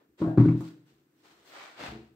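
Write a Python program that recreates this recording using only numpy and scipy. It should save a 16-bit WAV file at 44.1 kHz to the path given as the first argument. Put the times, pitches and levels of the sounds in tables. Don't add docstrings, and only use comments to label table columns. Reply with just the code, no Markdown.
import sys
import numpy as np
from scipy import signal
from scipy.fft import rfft, irfft
from scipy.io import wavfile

SR = 44100
rng = np.random.default_rng(int(sys.argv[2]) if len(sys.argv) > 2 else 0)


def generate_wav(sig):
    pcm = np.round(np.clip(np.atleast_2d(sig).T, -1, 1) * 32767).astype(np.int16)
    wavfile.write(sys.argv[1], SR, pcm)


N = 94815
FFT_SIZE = 131072

# t/s, place (0 first edge, 1 second edge), boom level/dB,
# contact/ms (force peaks after a quarter of it), clack level/dB, clack tilt/(dB/octave), struck board f/Hz
BLOWS = [(0.2029, 0.0, -33.5, 0.61, -30, -2.5, 1300), (0.213, 0, -20.5, 1.67, -27.5, -6, 1300),
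         (0.2173, 0.089, -13.5, 0.79, 1, -4.5, 1250), (0.2466, 0, -24, 1.1, -11.5, -14, 900),
         (0.273, 0.47, -14.5, 1.3, -12.5, -9.5, 1550), (0.375, 0.76, -7.5, 1.08, -0.5, 2, 1650),
         (0.3805, 0.99, 1.1, 2.03, 2.5, -1.5, 1200), (0.3992, 1.0, -9.5, 2, -3.5, 2, 1000),
         (0.4065, 0.37, -4, 2.8, -6.5, 0.5, 1000), (0.4509, 0.51, -9, 2.3, -6.5, -1, 1350),
         (0.458, 0.17, -5, 1.86, -13, 1.5, 1400), (0.4832, 0.95, -7, 3.6, -4, 2, 2110),
         (0.503, 0.96, -22.5, 1.6, -13, 0, 2300), (0.5498, 0.66, -14, 2.07, -22.5, -10, 904),
         (0.607, 0.0, -21, 0.97, -11, 0.5, 1100)]
# f/Hz, level/dB from the first edge, level/dB from the second edge, t60/s
BOX_MODES = [(74.6, -33, -17.5, 0.25), (118.5, -22.5, -13.5, 0.27), (125.07, -8, 4, 0.46),
             (167, 3.9, -9.5, 0.4), (209.6, -6.5, -3.5, 0.29), (256.0, -4.5, -29.5, 0.32),
             (285.9, -31.5, 2.24, 0.4), (317.98, 5.5, -17, 0.44), (347, -23, -11.5, 0.18),
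             (371.6, -25.5, -15.5, 0.51), (429.4, -33, -22.5, 0.25), (525, -18, -30, 0.28),
             (650, -21, -36.5, 0.4), (848, -18.5, -31, 0.4)]
# f/Hz, level/dB, t60/s
STANDING_WAVES = [(143, -36, 1.5), (308, -24, .7)]
# f/Hz, level/dB
CLACK_COLOUR = [(60, -18), (140, 2), (330, 7.5), (480, -10), (700, -4), (1100, -2.5), (1750, -11.5),
                (2300, -13.5), (3000, -28.5), (3600, -25), (4500, -31), (7000, -39), (15000, -48.5)]
# f/Hz, lift level/dB
BOARD_PEAKS = [(635, 0), (978, 5.5), (1077, 1), (1125, 4), (1255, 3.5), (1415, 8.5)]
# f/Hz, level/dB
SKID_COLOUR = [(200, -23.5), (450, -5.5), (625, 7.5), (750, 3.5), (1200, -9.5), (1600, -4), (2000, -23),
               (5000, -39.5)]
# t/s, attack/s, hold/s, release t60/s, level/dB, tilt/(dB/octave),
# pan/dB (left over right)
RUBS = [(0.0, 0.0013, 0.016, .25, -69.5, -6.5, -1.5), (0.174, 0.029, 0.012, 0.59, -54, -3, -1),
        (0.38, 0.0191, 0.06, 0.91, -53.5, -4, -0.5), (0.566, 0.0054, 0.04, 0.18, -63.5, 0.5, -0.5),
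        (0.605, 0.00055, 0.0043, 0.16, -58.5, 6, -4), (0.61, 0.039, 0.03, 0.36, -57.5, 0, -1),
        (0.852, 0.019, 0.031, 0.71, -70.5, -0.2, 0.5), (1.13, 0.093, 0.014, 0.43, -71, -0.5, -2.5),
        (1.227, 0.027, 0.062, 0.49, -61.5, -1.5, 0), (1.326, 0.053, 0.079, 0.24, -67, -1.5, -1),
        (1.436, 0.045, 0.022, 1, -57.5, 0, 1.5)]
# f/Hz, level/dB
RUB_COLOUR = [(100, -33.5), (330, -8.5), (600, -6), (1500, 0.5), (2600, -3), (4000, -2), (5500, -7),
              (8000, -11), (15000, -20)]
# t/s, attack/s, hold/s, release t60/s, level/dB, body f/Hz, body lift level/dB,
# bass cut f/Hz, pan/dB (left over right)
SCRAPES = [(1.491, 0.072, 0.091, 0.63, -47.5, 1286, 4.5, 443, -1),
           (1.753, 0.074, 0.044, 0.45, -41.5, 756, 4.5, 119, 0.5)]
# f/Hz, level/dB
SCRAPE_COLOUR = [(60, -13), (160, -4.5), (450, -8), (750, -1.5), (1200, -0.5), (2000, 0), (3000, -5.5),
                 (4400, -7.5), (5800, -15.5), (8000, -20.5), (15000, -34)]
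# t/s, level/dB, contact/ms (force peaks after a quarter of it)
BUMPS = [(0.091, -19.5, 3.1), (0.921, -19.5, 1.5), (1.311, -24.5, 0.77), (1.38, -25.5, 0.64),
         (1.808, -7, 0.32), (1.884, 15, 8.2), (1.921, 5.5, 2.16), (1.953, 2, 1.23), (1.992, -6.5, 0.66),
         (2.033, -13, 1.1), (2.116, -17, 1.74)]
# f/Hz, level/dB, t60/s
THUD_MODES = [(70.6, -2.5, 0.35), (128.9, -8, .18), (142, -8.5, 0.18), (227, -3, .12), (331.3, -1, .16),
              (425.2, -4.5, 0.13)]
# f/Hz, level/dB
AIR_COLOUR = [(30, -31.5), (80, -12.5), (140, -2), (220, -6), (310, 4), (600, -17), (1500, -11),
              (4000, -21.5), (8000, -23), (15000, -22)]
# f/Hz, t60/s
ROOM = [(100, .45), (330, .6), (1000, .48), (3000, .45)]
# f/Hz, left level/dB, right level/dB
PORTS = [(96, 5.5, 3.5), (393, 9, 8), (1270, 0.97, -1.4), (2478, 1, -1.5), (4600, -0.5, 0), (6200, -2, 0.5),
         (8500, -11.5, 4.5), (9886, -10.5, -5.5), (11600, -2.5, 0.5), (14500, 4.5, 0.5)]

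BOX_DB, BOX_ROOM_DB, RADIATES_ABOVE_HZ = -16.5, -16, 140
RESTS_S, REST_LOSS_DB_PER_S = .555, 62
CLACK_DB, CLACK_T60_S, RATTLE_PER_S = 1, 0.031, 2500
CLACK_TAIL_DB, CLACK_TAIL_T60_S = 3, 0.26
CLACK_TILT_ABOVE_HZ, BOARD_WIDTH_HZ = 1000, 20
STRUCK_LIFT_DB, STRUCK_OCTAVES = 4.5, 0.27
SKID_S, SKID_LENGTH_S, SKID_DB, SKID_ROOM_DB = .238, .085, -45, 0.5
SKID_CATCH_HZ, SKID_JITTER = 169.4, .3
GRAIN_PER_S, GRAIN_DB, STROKE_WAVER_DB = 9000, -2, 0.5
SPOT_SPACING_HZ, BLOW_SPOT_DB, STROKE_SPOT_DB = 50, 3, 2
SCRAPE_BODY_OCTAVES = 0.18
THUD_DB, THUD_ROOM_DB = -44.5, -9
AIR_DB, AIR_WAVER_DB = -75, .7
ROOM_BUILD_S, ALIKE_HZ = 0.0037, 560
PORT_LAG_S, TOP_HZ = .0001, 15700


def boom(room):
    forces = np.array([undb(db) * push(start, contact_ms) for start, _, db, contact_ms, *_ in BLOWS])
    place = np.clip([row[1] for row in BLOWS], 0, 1)
    first_edge = ring((1 - place) @ forces, [(hz, db, t60) for hz, db, _, t60 in BOX_MODES])
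    second_edge = ring(place @ forces, [(hz, db, t60) for hz, _, db, t60 in BOX_MODES])
    resting_s = np.maximum(np.arange(N) / SR - RESTS_S, 0)
    box = (first_edge + second_edge) * undb(-REST_LOSS_DB_PER_S * resting_s)
    standing = ring(forces.sum(0), STANDING_WAVES)
    return undb(BOX_DB) * heard(box + standing, room, BOX_ROOM_DB)


def clack():
    t, out = np.arange(N) / SR, 0
    peaks = sum(db / (1 + ((freqs() - hz) / BOARD_WIDTH_HZ) ** 2) for hz, db in BOARD_PEAKS)
    boards = curve(CLACK_COLOUR) + peaks
    for start, _, _, _, db, slope, ring_hz in BLOWS:
        since = t - start
        rattle = unit(slips(RATTLE_PER_S)[0] * (since >= 0) * fade(since, CLACK_T60_S))
        tail_shape = np.clip(since / ROOM_BUILD_S, 0, 1) * fade(since, CLACK_TAIL_T60_S)
        tail = unit(diffuse(rng.standard_normal((2, N))) * tail_shape)
        treble = tilt(slope) * (freqs() > CLACK_TILT_ABOVE_HZ)
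        struck = STRUCK_LIFT_DB * hump(ring_hz, STRUCK_OCTAVES)
        spectrum_db = boards + treble + struck + spot(BLOW_SPOT_DB)
        out = out + undb(db) * colour(rattle + undb(CLACK_TAIL_DB) * tail, spectrum_db)
    return undb(CLACK_DB) * out / np.sqrt(2 * N)


def skid(room):
    u = (np.arange(N) / SR - SKID_S) / SKID_LENGTH_S
    catch_rate = SKID_CATCH_HZ * np.exp(SKID_JITTER * waver(count=400))
    turns = np.floor(np.cumsum(catch_rate) / SR)
    swell = np.sqrt(np.clip(4 * u * (1 - u), 0, 1))
    catches = np.diff(turns, prepend=0) * swell
    clatter = unit(colour(catches, curve(SKID_COLOUR))) * np.sqrt(SKID_LENGTH_S * SR / N)
    return undb(SKID_DB) * heard(clatter, room, SKID_ROOM_DB)


def hands():
    return sum(undb(db) * friction(start, attack, hold, release, curve(RUB_COLOUR) + tilt(slope), pan)
               for start, attack, hold, release, db, slope, pan in RUBS)


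def scrapes():
    out = 0
    for start, attack, hold, release, db, body_hz, lift_db, cut_hz, pan in SCRAPES:
        body = lift_db * hump(body_hz, SCRAPE_BODY_OCTAVES)
        bass_cut = -10 * np.log10(1 + (cut_hz / np.maximum(freqs(), 20)) ** 4)
        spectrum_db = curve(SCRAPE_COLOUR) + body + bass_cut
        out = out + undb(db) * friction(start, attack, hold, release, spectrum_db, pan)
    return out


def bumps(room):
    force = sum(undb(db) * push(start, contact_ms) for start, db, contact_ms in BUMPS)
    return undb(THUD_DB) * heard(ring(force, THUD_MODES), room, THUD_ROOM_DB)


def air():
    noise = unit(colour(diffuse(rng.standard_normal((2, N))), curve(AIR_COLOUR)))
    return noise * undb(AIR_DB + AIR_WAVER_DB * waver(count=20))


def workshop():
    t, out = np.arange(N) / SR, 0
    noise = rfft(diffuse(rng.standard_normal((2, N))), FFT_SIZE)
    for k, (_, t60) in enumerate(ROOM):
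        share = curve([(row[0], j == k) for j, row in enumerate(ROOM)])
        out = out + irfft(noise * share)[:, :N] * fade(t, t60)
    return unit(out * (1 - np.exp(-t / ROOM_BUILD_S))) / np.sqrt(N)


def heard(x, room, room_db):
    late = np.interp(np.arange(N) - round(PORT_LAG_S * SR), np.arange(N), x, left=0)
    mix = np.array([x, late]) + undb(room_db) * convolve(x, room)
    return mix / np.hypot(1, undb(room_db))


def push(start, contact_ms):
    u = np.maximum(np.arange(N) / SR - start, 0) / (max(contact_ms, .1) / 4000)
    force = u * np.exp(-u)
    return force / (force.sum() + 1e-12)


def ring(force, modes):
    t = np.arange(N) / SR
    body = sum(undb(db) * np.sin(2 * np.pi * hz * t) * fade(t, t60) for hz, db, t60 in modes)
    radiation = signal.butter(2, RADIATES_ABOVE_HZ, "high", fs=SR, output="sos")
    return signal.sosfilt(radiation, convolve(force, body))


def friction(start, attack, hold, release, spectrum_db, pan_db):
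    t = np.arange(N) / SR - start
    envelope = np.clip(t / max(attack, 1e-3), 0, 1) * fade(t - attack - hold, release)
    pressure = envelope * undb(STROKE_WAVER_DB * waver(count=130))
    grain = unit(colour(diffuse(slips(GRAIN_PER_S)), spectrum_db + spot(STROKE_SPOT_DB)))
    return grain * pressure * undb(np.array([[pan_db], [-pan_db]]) / 2)


def slips(rate):
    size = rng.standard_normal((2, N)) * undb(GRAIN_DB * rng.standard_normal((2, N)))
    return unit((rng.random((2, N)) < rate / SR) * size)


def diffuse(pair):
    alike = 1 / (1 + (freqs() / ALIKE_HZ) ** 4)
    mid, side = rfft(pair, FFT_SIZE) * np.sqrt([(1 + alike) / 2, (1 - alike) / 2])
    return irfft(np.array([mid + side, mid - side]))[:, :N]


def spot(depth_db):
    points = np.arange(0, SR / 2, SPOT_SPACING_HZ)
    db = depth_db * np.interp(freqs(), points, rng.standard_normal(len(points)))
    return db - 10 * np.log10(np.mean(undb(db) ** 2))


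def hump(hz, octaves):
    return np.exp(-.5 * (np.log2(freqs() / hz) / octaves) ** 2)


def tilt(slope):
    return slope * np.log2(np.maximum(freqs(), 400) / 1000)


def waver(count):
    return np.interp(np.arange(N), np.linspace(0, N, count), rng.standard_normal(count))


def fade(t, t60):
    return np.exp(-np.log(1000) * np.maximum(t, 0) / max(t60, 1e-3))


def colour(x, db):
    cepstrum = irfft(np.log(undb(db)))
    cepstrum[1:FFT_SIZE // 2] *= 2
    cepstrum[FFT_SIZE // 2 + 1:] = 0
    return irfft(rfft(x, FFT_SIZE) * np.exp(rfft(cepstrum)))[..., :N]


def convolve(a, b):
    return irfft(rfft(a, FFT_SIZE) * rfft(b, FFT_SIZE))[..., :N]


def curve(points, column=1):
    p = np.array(points, float)
    return np.interp(np.log(freqs()), np.log(p[:, 0]), p[:, column])


def freqs():
    return np.maximum(np.arange(FFT_SIZE // 2 + 1) * SR / FFT_SIZE, 1)


def undb(db):
    return 10 ** (np.asarray(db) / 20)


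def unit(x):
    return x / np.sqrt(np.mean(x ** 2))


def scene():
    room = workshop()
    cabinet = boom(room) + clack() + skid(room)
    return cabinet + hands() + scrapes() + bumps(room) + air()


def record(dry):
    ports = np.array([colour(x, curve(PORTS, k + 1)) for k, x in enumerate(dry)])
    top_cut = signal.ellip(10, .2, 70, TOP_HZ, fs=SR, output="sos")
    return signal.sosfilt(top_cut, ports)


dry = scene()
out = record(dry)
generate_wav(out)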